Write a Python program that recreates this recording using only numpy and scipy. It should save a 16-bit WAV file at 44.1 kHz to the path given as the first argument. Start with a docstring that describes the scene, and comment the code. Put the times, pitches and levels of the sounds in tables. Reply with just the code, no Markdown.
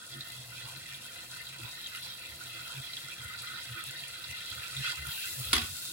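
"""Spice paste frying in a metal pan

Spice paste fries in oil in a thick metal pan over a gas flame, a phone close above it.
Steam bubbles burst on the pan floor and ring it, droplets hiss and spit, and the stove booms softly.
A ladle stirs, drags across the floor and is dropped back into the pan with a rattle.
Each source is random noise, clicks or short tones, coloured by resonances and shaped by changing levels."""
import sys
import numpy as np
from scipy import signal
from scipy.fft import rfft, irfft
from scipy.io import wavfile
from scipy.ndimage import uniform_filter1d

SR = 44100
rng = np.random.default_rng(int(sys.argv[2]) if len(sys.argv) > 2 else 0)


def dump_mix(stems):
    """Bounce the given channels to the path in sys.argv[1] as a 16-bit WAV at rate SR."""
    frames = np.atleast_2d(stems).T  # one column per channel
    limited = np.clip(frames, -1, 1)  # hard clip at full scale
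    pcm = np.round(limited * 32767).astype(np.int16)
    wavfile.write(sys.argv[1], SR, pcm)


def rack_gain(trim_db):
    """Turn a fader trim in dB into the linear factor to multiply a signal by."""
    fader = np.asarray(trim_db, float)
    return 10 ** (fader / 20)


N = 261072
T = np.arange(N) / SR

# pan resonances: pitch_hz, width_hz, left_db, right_db
PAN = [(233, 11, -22, -23), (330, 16, -18, -12), (517, 206, -15, -12.5), (682, 81, -20, -16),
       (950, 450, -11, -18), (1308, 65, -12.5, -2), (1445.7, 55, -5.5, 3.5), (1590, 63, -10, -11),
       (1820, 41, -7, -3.5), (2050, 52, -1, -4), (2377, 170, -6, -0.5), (2580, 92, -3.5, -3),
       (2747, 160, 1, -1), (3175, 52, -2, 0), (3380, 160, -1, 3.5), (3780, 140, 2.5, 0.5),
       (4058, 110, -2.5, 0), (4384, 140, -5.5, -4.5), (4726, 140, -15, -2.5), (5460, 340, -8, -5.5)]


def unit(x):
    """Scale to an average (rms) strength of 1."""
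    return x / np.sqrt(np.mean(x ** 2))


def walk(rate):
    """Random levels held for 1 / rate seconds, then smoothed twice; spread 1."""
    hold = int(SR / rate)
    steps = np.repeat(rng.standard_normal(N // hold + 1), hold)
    return unit(uniform_filter1d(uniform_filter1d(steps, hold), hold)[:N])


def ring(x, hz, width):
    """One damped resonance (width in Hz); white noise of strength 1 comes out at strength 1."""
    r = np.exp(-np.pi * width / SR)
    gain = np.sqrt((1 - r * r) / 2)
    return signal.lfilter([gain, 0, -gain], [1, -2 * r * np.cos(2 * np.pi * hz / SR), r * r], x)


def clicks(s, size):
    """Single-sample clicks of the given sizes (channels x events) at the given times."""
    at = np.clip((np.asarray(s) * SR).astype(int), 0, N - 1)
    return np.array([np.bincount(at, row, N) for row in size])


def pair(shape, alike):
    """Left and right random values that share a part (alike: 0 to 1)."""
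    both, left, right = rng.standard_normal((3, shape))
    alike = np.clip(alike, 0, 1)
    return np.sqrt(alike) * both + np.sqrt(1 - alike) * np.array([left, right])


def burst(starts, ms):
    """Envelope that jumps at each click and falls to 1 / e in the given milliseconds."""
    return signal.lfilter([1], [1, -np.exp(-1000 / (ms * SR))], starts)


def tones(s, size, hz, cycles):
    """Short dying tones (size: channels x events) that fade to 1 / e in the given number of cycles."""
    k = np.arange(2048)
    turns = np.outer(hz, k) / SR
    onset = (1 - np.exp(-turns / .7)) ** 2
    shape = np.sin(2 * np.pi * turns) * np.exp(-turns / cycles) * onset * 2
    at = np.minimum((np.asarray(s) * SR).astype(int)[:, None] + k, N).ravel()
    return np.array([np.bincount(at, (row[:, None] * shape).ravel(), N + 1)[:N] for row in size])


def swells(start_s, length_s, db):
    """Summed power of smooth swells, each rising more slowly than it falls."""
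    start_s, length_s, db = (np.reshape(v, (-1, 1)) for v in (start_s, length_s, db))
    u = (T[::64] - start_s) / length_s - 0.49  # distance from the peak, as a share of the length
    power = rack_gain(2 * db) * np.exp(-(u / np.where(u < 0, 0.42, 0.23)) ** 2)
    return np.interp(T, T[::64], power.sum(axis=0))


def over(db, power):
    """Level in dB of a background with swells on top."""
    return 10 * np.log10(rack_gain(2 * db) + power)


def surges(calm_db, centre_hz):
    """Level near one pitch, lifted where a patch of paste boils up or the ladle drags."""
    # patches boiling up: start_s, length_s, drive_db, bubble_pitch_hz
    boil_rows = [(0.0, 0.064, -51, 1400), (0.057, 0.028, -54, 8000), (0.1, 0.071, -53, 3300),
                 (0.114, 0.25, -52, 1400), (0.141, 0.055, -34, 320), (.142, 0.17, -50, 1950),
                 (0.186, 0.055, -54, 3300), (0.295, 0.12, -57, 3500), (0.523, 0.14, -54, 1400),
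                 (0.505, 0.16, -53, 2550), (0.528, 0.086, -52.5, 8000), (0.74, 0.042, -52, 2550),
                 (0.833, 0.21, -52.5, 2500), (1.16, 0.07, -54, 2600), (1.367, 0.054, -53, 2550),
                 (0.526, 0.19, -53.5, 3300), (.655, 0.092, -37.5, 950), (0.744, .05, -46, 320),
                 (0.856, 0.073, -51, 1950), (0.9, 0.059, -58, 3300), (1.046, 0.042, -55, 8000),
                 (1.18, 0.072, -49, 1950), (1.307, 0.05, -51, 8000), (1.316, 0.11, -50.5, 1400),
                 (1.34, 0.18, -56.5, 3300), (1.386, 0.042, -44, 1950), (1.572, 0.052, -39, 320),
                 (1.607, 0.095, -54.5, 1400), (1.61, 0.18, -41, 950), (1.693, 0.18, -52, 1950),
                 (1.9, 0.11, -43.5, 1646), (1.937, 0.055, -54.5, 3300), (1.935, 0.047, -58, 2600),
                 (2.02, 0.06, -49.5, 8000), (2.212, 0.075, -49, 2550), (2.739, 0.066, -46, 2600),
                 (3.097, 0.063, -46.5, 2700), (2.023, 0.052, -42.5, 2990), (2.044, 0.041, -37, 950),
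                 (2.23, 0.067, -53, 2000), (2.36, 0.069, -42.5, 320), (2.414, 0.044, -67, 3300),
                 (2.544, 0.11, -48, 1950), (2.56, 0.079, -48, 1400), (2.672, 0.12, -39, 950),
                 (2.678, 0.084, -46.5, 1400), (2.697, 0.041, -52, 8000), (2.728, 0.077, -62, 3300),
                 (2.833, 0.15, -52, 1950), (2.933, 0.075, -67, 3500), (3.01, 0.11, -51, 1950),
                 (3.207, 0.086, -42.5, 1645), (3.283, 0.1, -45, 1400), (3.3, 0.09, -50, 1950),
                 (3.36, 0.045, -53.5, 3300), (3.38, 0.039, -51, 8000), (3.435, 0.022, -45.5, 1400),
                 (3.477, 0.16, -46.5, 1400), (3.483, 0.18, -46.5, 1950), (3.565, 0.056, -38, 950),
                 (3.515, 0.17, -52, 3300), (3.622, 0.06, -51, 8000), (3.705, 0.18, -42.5, 1610),
                 (3.746, 0.05, -36.5, 320), (3.948, .054, -45, 1950), (3.77, 0.05, -52, 2550),
                 (3.856, 0.057, -50, 2550), (3.876, .05, -63, 3300), (4.286, 0.22, -51, 2650),
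                 (4.602, 0.092, -46, 2700), (5.138, 0.2, -49, 2550), (5.18, 0.088, -51, 3600),
                 (4.15, 0.25, -55.5, 1400), (4.2, 0.22, -50, 1950), (4.365, 0.051, -51, 1950),
                 (4.722, 0.083, -50, 1950), (5.246, 0.06, -46, 2000), (4.354, 0.12, -50, 3300),
                 (4.452, 0.1, -48, 3300), (4.514, .05, -50, 8000), (4.533, 0.12, -44, 1610),
                 (4.85, 0.052, -59, 3300), (4.86, 0.06, -37, 1400), (4.91, 0.083, -36, 950),
                 (5.044, 0.056, -48, 1400), (5.083, 0.1, -37.5, 950), (5.197, 0.1, -52, 1640),
                 (5.87, 0.055, -44, 320)]
    start_s, length_s, db, hz = np.transpose(boil_rows)
    boils = swells(start_s, length_s, db - 10 * (np.log2(hz / centre_hz) / 0.28) ** 2)
    drag_s, drag_length_s, edge_s = 4.828, .098, .012
    drag_db, drag_hz, drag_octaves = -44, 2250, 2.8  # strongest near drag_hz
    pressed = np.clip(np.minimum(T - drag_s, drag_s + drag_length_s - T) / edge_s + .5, 0, 1)
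    drag = pressed ** 2 * rack_gain(2 * (drag_db - 10 * (np.log2(drag_hz / centre_hz) / drag_octaves) ** 2))
    return over(calm_db, boils + drag)


def drives(sizzle_db):
    """Each bubble size follows the sizzle, wanders on its own and surges."""
    # trivet hum, simmer, slosh, big, middling, small and fine bubbles:
    # pitch_hz, level beside the sizzle_db, share of the sizzle's swings (0-1), wander_db
    drive_rows = [(295, -8, 0.058, -2.5), (567, 1, 0.024, 1.5), (950, 1, 0.023, 0.5),
                  (1400, -9.5, 0.81, 1.5), (1950, -7, 0.78, 2.5), (2550, -6, 1, 1.5), (3500, -6, 1.0, 1.5)]
    middle_db = -50  # the sizzle's swings count from here
    levels = []
    for hz, beside_db, share, wander_db in drive_rows:
        calm_db = middle_db + beside_db + share * (sizzle_db - middle_db) + wander_db * walk(18)
        levels.append(surges(calm_db, hz))
    return levels


def bubbles(drives_db):
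    """Bubbles burst all over the pan floor, each ringing the resonances near its own pitch."""
    # big bubbles, before pop_db is added: time_s, peak_db, pitch_hz
    pop_rows = [(0.2073, -22.5, 4200), (0.301, -30, 3780), (0.5425, -40, 1480), (0.944, -26.5, 3370),
                (1.809, -30, 3220), (0.76, -28, 4420), (1.321, -33, 1460), (1.468, -28, 3770),
                (1.95, -23.5, 2750), (1.9735, -27, 2830), (2.409, -30, 1400), (2.933, -24, 3970),
                (2.968, -22, 3380), (3.2013, -24, 2050), (3.3455, -25.5, 1430), (3.7244, -37, 3240),
                (4.036, -24, 2740), (4.242, -24, 4180), (4.3053, -23, 2550), (4.575, -32, 1370),
                (4.6322, -19.5, 2600), (4.766, -21, 3600), (4.8314, -31, 3380), (5.045, -22, 1440)]
    # upper edges_hz of the resonances driven by trivet hum, simmer, slosh, big, middling and small
    # bubbles; fine bubbles drive those above
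    drive_edges_hz = [400, 800, 1150, 1700, 2200, 2900]
    rate, spread_db, bubble_octaves, patchy_db = 4200, 1.0, 0.32, 2.5  # rate in bubbles per second
    pop_db, pop_octaves, pop_ms, oil_q = -13, 0.18, 4.2, 5.65
    s = rng.uniform(0, N / SR, int(rate * N / SR))
    size = rack_gain(spread_db * np.minimum(rng.exponential(size=len(s)), 4.5))
    bubble_hz = 170 * 2 ** (5.204 * rng.random(len(s)) ** 0.707)  # a bubble's size sets its pitch
    pop_s, peak_db, pop_hz = np.transpose(pop_rows)
    out = 0
    for hz, width, *db in PAN:
        alike = 0.22 + 190 / hz  # long waves reach both ports alike
        tuned = size * np.exp(-.5 * (np.log2(hz / bubble_hz) / bubble_octaves) ** 2)
        # patches of paste boil up and calm down over each part of the pan
        patches = rack_gain(patchy_db * min(hz / 1300, 1) ** 2 * walk(23.99))
        boil = unit(clicks(s, tuned * pair(len(s), alike))) * patches
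        boil = boil * rack_gain(drives_db[np.searchsorted(drive_edges_hz, hz)])
        near = np.exp(-.5 * (np.log2(hz / pop_hz) / pop_octaves) ** 2)
        pops = burst(clicks(pop_s, [near * rack_gain(peak_db + pop_db)]), pop_ms) * pair(N, alike)
        # the oil cushions each burst: a softer start, and little sound between resonances
        push = ring(boil + pops, hz, hz / oil_q) * np.sqrt(np.pi * hz / (oil_q * SR))
        out = out + rack_gain(db)[:, None] * ring(push, hz, width)
    return out


def blips(sizzle_db):
    """Bubbles snap as their skin tears: many small ones at random, and the big ones."""
    # big bubbles whose skin snaps: time_s, level_db, pitch_hz
    snap_rows = [(0.2076, -24, 4180), (0.3009, -32, 3780), (0.7605, -30, 4400), (1.469, -33, 3770),
                 (1.809, -28, 3220), (1.95, -23.5, 2750), (1.973, -24, 2830), (2.9328, -33, 3990),
                 (2.969, -19, 3540), (3.7244, -30, 3240), (4.0365, -27, 2700), (4.2415, -26, 4000),
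                 (4.766, -23, 3600)]
    per_s, cycles = 70, 1.8
    when, size, place, pitch = rng.random((int(per_s * N / SR), 4)).T
    db = sizzle_db[(when * (N - 1)).astype(int)] + 7 - 2 * np.log(1.03 - size)
    pan_db = 8 * (place - .5)
    small_size = rack_gain(db + np.array([pan_db, -pan_db]))
    small = tones(when * N / SR, small_size, 1860 * 2 ** (1.19 * pitch), cycles)
    snap_s, snap_db, snap_hz = np.transpose(snap_rows)
    return small + tones(snap_s, rack_gain(snap_db + np.array([[-1.5], [1.5]])), snap_hz, cycles)


def gurgles(sizzle_db):
    """Small rounder bubbles ring for several cycles each, the higher ones louder."""
    per_s, low_hz, octaves, tilt_db = 220, 1280, 1.8, 6
    when, size, place, pitch = rng.random((int(per_s * N / SR), 4)).T
    db = sizzle_db[(when * (N - 1)).astype(int)] - 5 - 2.5 * np.log(1.03 - size)
    db = db + tilt_db * (pitch - .5)
    pan_db = 8 * (place - .5)
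    both_sizes = rack_gain(db + np.array([pan_db, -pan_db]))
    return tones(when * N / SR, both_sizes, low_hz * 2 ** (octaves * pitch), cycles=12)


def nulls(x):
    """The pan wall cancels part of the frying between its resonances."""
    # dips: pitch_hz, width_hz, share removed (0-1)
    null_rows = [(1670, 130, .75), (2220, 170, .9), (2470, 70, .6), (3010, 170, .9), (3590, 90, .6)]
    for hz, width, share in null_rows:
        x = x - np.clip(share, 0, 1) * signal.lfilter(*signal.iirpeak(hz, hz / width, fs=SR), x)
    return x


def ports(x):
    """Colour each channel as its microphone port does, with a filter that never sounds early."""
    # port response: pitch_hz, left_db, right_db
    port_rows = [(150, -25, -53), (795, -24, -25), (2430, -2, -13), (4170, 7, 6), (6140, 0, 0),
                 (7630, 2.5, 6), (8850, 0, 6), (9250, 2, -2.5), (10460, 11.5, -2), (11600, -2.5, -2.5),
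                 (13900, 3, -5), (16900, -18, 7)]
    hz, *db = np.transpose(port_rows)
    log_hz = np.log(np.fft.rfftfreq(1024, 1 / SR) + 1)
    log_gain = [np.interp(log_hz, np.log(hz), d) * np.log(10) / 20 for d in db]
    # fold the cepstrum to its first half, so the filter responds as promptly as it can
    cepstrum = irfft(log_gain)
    cepstrum[:, 1:512] *= 2
    cepstrum[:, 513:] = 0
    return signal.fftconvolve(x, irfft(np.exp(rfft(cepstrum))), axes=1)[:, :N]


def flutter(top_db):
    """The denser the finest spatter, the evener the hiss: flutter halves from sparse to dense."""
    return np.interp(top_db, [-60, -50], [1, .5])


def small_spits():
    """Many lesser spits at random moments, places and pitches, as rows like the loud ones."""
    per_s = 30
    when, size, place, pitch = rng.random((int(per_s * N / SR), 4)).T
    peak_db = -40 - 2 * np.log(1.04 - size)
    return np.transpose([when * N / SR, peak_db, 14 * place - 7, 7000 * 2 ** pitch])


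def spatter(hiss_db, top_db):
    """Droplets flash to steam: a hiss with ticks in it, and spits with a short fizzing tail."""
    # loud oil spits, before spit_db is added: time_s, peak_db, left minus right_db, pitch_hz
    spit_rows = [(0.066, -36, -13, 8500), (0.1451, -37, -3, 13500), (0.2064, -42, -3, 13500),
                 (0.3204, -29.5, 1, 10700), (0.6775, -34, -2, 8400), (0.6868, -32, -2, 14000),
                 (0.7715, -29, -5, 14200), (1.065, -34, 0, 10500), (1.815, -34, 5, 10600),
                 (1.871, -34, -11, 7880), (1.9704, -33, 8, 10600), (2.0266, -35, 10, 10600),
                 (2.175, -35, 4.5, 9740), (2.1949, -37, 11, 10100), (2.269, -36, 1, 10000),
                 (2.4374, -32, -3, 8860), (2.721, -32, 3.0, 10200), (2.835, -37, 3.5, 8300),
                 (2.9163, -38, -4, 13500), (2.966, -30.5, -4, 7880), (3.0854, -32, -4, 7560),
                 (3.1148, -43, 2, 13500), (3.246, -31.5, 2, 10100), (3.2824, -46, 1, 13500),
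                 (3.4196, -30, 3, 10200), (3.8384, -28, 2, 10100), (3.8711, -30, -2, 13500),
                 (3.9094, -29.5, -10, 10300), (4.0816, -27.5, 0, 10200), (4.153, -41, 0, 13500),
                 (4.3112, -28.5, -4, 7480), (4.5022, -28, -1, 10300), (4.5501, -29, 6, 13500),
                 (4.6209, -40, 0, 13500), (4.7671, -32, -1, 10200), (4.9581, -32, -13, 7630),
                 (5.0696, -28, 11, 10900), (5.2914, -41, 2, 13500), (5.3986, -30, 1, 13500),
                 (5.4525, -31, 10, 9850)]
    rate, spread_db, grain_db, flicker_db = 2600, 3.2, -1.5, 1.1  # rate in ticks per second
    spit_db, tail_ms = -9.5, 1.4
    out = 0
    # coarse, middling and fine droplets come and go on their own
    droplets = (([100, 9300], hiss_db + 3.0), ([9300, 11300], hiss_db - 10.0), ([11300, 18000], top_db + 8.5))
    for edges_hz, db in droplets:
        s = rng.uniform(0, N / SR, int(rate * N / SR))
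        size = rack_gain(spread_db * np.minimum(rng.exponential(size=len(s)), 5.5))
        ticks = unit(clicks(s, size * pair(len(s), 0.55)))
        band = signal.butter(3, edges_hz, "band", fs=SR, output="sos")
        hiss = signal.sosfilt(band, ports(pair(N, 0.089) + rack_gain(grain_db) * ticks))
        out = out + unit(hiss) * rack_gain(db + flicker_db * flutter(top_db) * walk(60))
    spit_s, peak_db, pan_db, spit_hz = np.vstack([spit_rows, small_spits()]).T
    for hz in (6500, 9000, 11500, 14500):
        near = np.exp(-.5 * (np.log2(hz / spit_hz) / .33) ** 2)
        starts = clicks(spit_s, near * rack_gain(peak_db + spit_db + np.array([pan_db, -pan_db]) / 2))
        out = out + ports(ring(burst(starts, tail_ms) * pair(N, .45), hz, hz / 3))
    return out


def contact_db():
    """Force of the dropped ladle: each bounce presses briefly and lets go, over a fading chatter."""
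    # landing and bounces: time_s, force_db
    bounce_rows = [(5.5305, -14.5), (5.532, -17), (5.5347, -19), (5.553, -23), (5.5642, -22),
                   (5.5794, -23.5), (5.6164, -29.5), (5.641, -35.5)]
    hold_s, fade_db_per_s, chatter_db, chatter_fade_db_per_s = 0.0019, 2000, -29.5, 184
    s, force_db = np.transpose(bounce_rows)[:, :, None]
    since = T - s
    db = force_db - fade_db_per_s * np.maximum(since - hold_s, 0)
    db = np.maximum(db, chatter_db - chatter_fade_db_per_s * since[0])
    return np.where(since >= 0, db, -120).max(axis=0)


def ladle():
    """A dense run of steel-on-metal contacts at shifting spots rings ladle, trivet and pan."""
    # ladle and trivet resonances: pitch_hz, left_db, right_db, time to fade by 60 dB_s
    ladle_rows = [(231, 2, 3.5, 0.14), (315, 1, 0, 0.16), (392, -2.5, -2, 0.06), (735, -5.5, -4.5, 0.15),
                  (1020, -3, -16, 0.063), (1126, 0, 1, 0.14), (1485, -1, 5, 0.22), (1810, -7, 3, 0.13),
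                  (2380, -3.5, -13, 0.27), (2865, -16, -13, .12), (3390, 7, 10, 0.076), (3300, 2, -7, 0.2),
                  (3770, 4, 5, .15), (4140, -3, -15, 0.053), (4930, -8, 10.5, 0.04), (7430, -6, 3, 0.017),
                  (8400, -28, -23, .05), (10040, 4.5, -16, 0.021), (10700, 7, -16, 0.015)]
    rate = 9000  # contacts per second
    force_db = contact_db() + 1.6 * walk(400)
    touch = rack_gain(force_db) * (rng.random(N) < rate / SR) * np.sqrt(SR / rate)
    steel = 0
    for hz, *db, t60 in ladle_rows:
        push = touch * pair(N, min(0.38 + 230 / hz, .8))
        steel = steel + rack_gain(db)[:, None] * ring(push, hz, np.log(1000) / (np.pi * t60))
    body = 0
    for hz, width, *db in PAN:
        if hz > 900:
            push = touch * pair(N, 0.066 + 220 / hz)
            body = body + rack_gain(db)[:, None] * ring(push, hz, 5.2 * width)
    # the pan knocks on its trivet
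    thud = rack_gain(-34) * ring(ring(touch * pair(N, 0.81), 290, 69), 290, 138)
    crack = touch * pair(N, 0.36) * rack_gain(8 + 1.25 * force_db)  # harder contacts are brighter
    return rack_gain(-18) * steel + rack_gain(-11) * body + ports(crack) + thud


def singing():
    """A flickering tone of the ladle's bowl once it lies in the paste again."""
    start_s, rise_s, hz, width_hz = 5.6, .08, 3665, 70
    tone = ring(ring(pair(N, 0.47), hz, width_hz), hz, 4 * width_hz)
    return unit(tone) * rack_gain(-53.5 + 2.5 * walk(40)) * np.clip((T - start_s) / rise_s, 0, 1)


def stove():
    """The flame shakes two low resonances of the stove top; flame, pan and ladle rock it into thumps."""
    # thumps: start_s, length_s, boom_db, rumble_db
    thump_rows = [(0.134, 0.11, -49, -65), (0.346, 0.095, -49, -72), (0.639, 0.035, -44.5, -57),
                  (0.757, 0.056, -49, -70), (.93, 0.073, -54, -72), (1.612, 0.068, -43.5, -58),
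                  (2.037, 0.043, -60.5, -75), (2.311, 0.065, -68, -55), (2.442, 0.057, -56.5, -69),
                  (2.766, 0.063, -40.5, -60), (3.027, 0.07, -54.5, -75), (3.196, 0.041, -49.5, -56),
                  (3.244, .04, -49, -50.5), (3.396, 0.077, -50, -77), (3.527, 0.033, -55, -70),
                  (3.698, 0.063, -47.5, -56), (3.863, 0.064, -50.5, -75), (4.293, 0.038, -52, -50),
                  (4.509, 0.032, -71, -47), (4.56, 0.066, -53, -53), (4.72, 0.03, -49, -65),
                  (4.768, 0.065, -38.5, -57), (4.885, 0.036, -49.5, -68), (4.984, 0.064, -51, -50),
                  (5.03, 0.085, -69, -47.5), (5.074, 0.032, -49, -49), (5.266, 0.021, -53, -52),
                  (5.308, 0.045, -68, -51), (5.383, 0.054, -39.5, -53), (5.434, 0.074, -64, -48),
                  (5.476, 0.074, -48, -48), (5.556, 0.035, -47.5, -36.5), (5.616, 0.041, -48, -43),
                  (5.694, 0.064, -56.5, -44.5)]
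    start_s, length_s, *thump_db = np.transpose(thump_rows)
    boom_db, rumble_db = (over(still_db + 5 * walk(11), swells(start_s, length_s, db))
                          for still_db, db in zip((-68, -83), thump_db))
    out = 0
    for hz, db, waver in ((130.2, boom_db, .055), (77, rumble_db, .12)):
        turn = 2 * np.pi * np.cumsum(hz * (1 + waver * walk(22))) / SR  # the pitch wavers
        side = rack_gain(-14) * ring(rng.standard_normal(N), hz, 26) * [[1], [-1]]
        rough = 0.27 * ring(rng.standard_normal(N), hz, 22)
        out = out + (1.48 * np.sin(turn) + rough + side) * rack_gain(db + 2.2 * walk(24.71))
    steady = rack_gain(-61) * ring(pair(N, 1.0), 105, 69)
    deep = rack_gain(-36 + 0.62 * rumble_db) * ring(pair(N, 1.0), 35, 30)
    return out * rack_gain([[-.6], [.6]]) + steady + deep


def kitchen(x):
    """Tiles and worktop return a short diffuse tail, the same at both ports in the bass only."""
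    t60, wet_db, alike_hz = 0.12, -7.5, 700  # t60: seconds to fade by 60 dB
    t = T[:SR // 2]
    mid, side = rng.standard_normal((2, len(t))) * np.exp(-np.log(1000) * t / t60) * (t > .004)
    tail = mid + signal.lfilter(*signal.butter(1, alike_hz, "high", fs=SR), side) * [[1], [-1]]
    tail = tail / np.sqrt(np.sum(tail ** 2) / 2)
    return x + rack_gain(wet_db) * signal.fftconvolve(x, tail, axes=1)[:, :N]


def scene():
    """Frying, stove and ladle in the kitchen; the left port is a little further from the pan."""
    # the heat builds and stirring bares the hot floor; levels before each layer's own offsets:
    # time_s, sizzle in the pan_db, spatter hiss_db, finest spatter_db
    fry_rows = [(0.0, -55, -53.5, -67), (0.2, -52.5, -54.5, -62), (0.43, -53.5, -54, -61.5),
                (0.6, -51.5, -54.5, -62.5), (1.2, -50, -53, -62), (1.6, -50.5, -54, -61),
                (2.0, -49.5, -54, -59.5), (2.16, -49.5, -53.5, -61), (2.6, -49, -52.5, -59.5),
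                (3.14, -48.5, -53, -62), (3.55, -48, -54, -61), (4.15, -48, -53, -60.5),
                (4.5, -47.5, -52, -59.5), (4.8, -43, -47.5, -56), (5.03, -45.5, -52, -59),
                (5.1, -45, -48, -49), (5.27, -44, -44.5, -49.5), (5.4, -51, -46, -48.5),
                (5.55, -40, -47, -51), (5.68, -48.5, -46, -52), (5.92, -53.5, -44.5, -52)]
    # the sizzle dips briefly: start_s, length_s, depth_db
    lull_rows = [(0.048, 0.063, 10), (0.374, 0.057, 3), (0.468, 0.056, 5), (0.63, 0.029, 4),
                 (0.985, 0.04, 4), (1.261, 0.052, 9), (1.55, 0.048, 4), (2, 0.038, 8), (2.124, 0.068, 5),
                 (2.3, 0.15, 4), (2.79, 0.033, 6), (3.116, 0.06, 4.5), (3.69, 0.039, 5), (4.134, 0.046, 0),
                 (5, 0.092, 3), (5.353, 0.044, 2)]
    fry_s, *fry_db = np.transpose(fry_rows)
    sizzle_db, hiss_db, top_db = (np.interp(T, fry_s, db) for db in fry_db)
    spray_db = walk(70) * flutter(top_db)
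    start_s, length_s, depth_db = np.transpose(lull_rows)
    lull_db = swells(start_s, length_s, 10 * np.log10(depth_db))  # the log makes the summed power the depth
    sizzle_db = sizzle_db - lull_db
    hiss_db = surges(hiss_db + spray_db - 0.29 * lull_db, 8000)
    top_db = top_db + 1.1 * spray_db - .15 * lull_db
    frying = bubbles(drives(sizzle_db)) + blips(sizzle_db) + spatter(hiss_db, top_db) + gurgles(sizzle_db)
    pan = kitchen(nulls(frying) + ladle() + singing())
    pan[0] = np.roll(pan[0], 4)  # left lags by 4 samples
    return pan + stove()


def band_limit(x):
    """A steep low-pass at the top of the band."""
    return signal.sosfilt(signal.butter(12, 16950, fs=SR, output="sos"), x)


def record(dry):
    """The phone rounds the loudest peaks, drops the deepest bass and cuts the top."""
    rounded = np.tanh(1.7 * dry) / 1.938
    bass_cut = signal.butter(2, 45, "high", fs=SR, output="sos")
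    top_cut = signal.ellip(10, .2, 40, 15950, fs=SR, output="sos")
    mix = signal.sosfilt(np.vstack([bass_cut, top_cut]), rounded)
    return band_limit(mix)


dry = scene()
out = record(dry)
dump_mix(out)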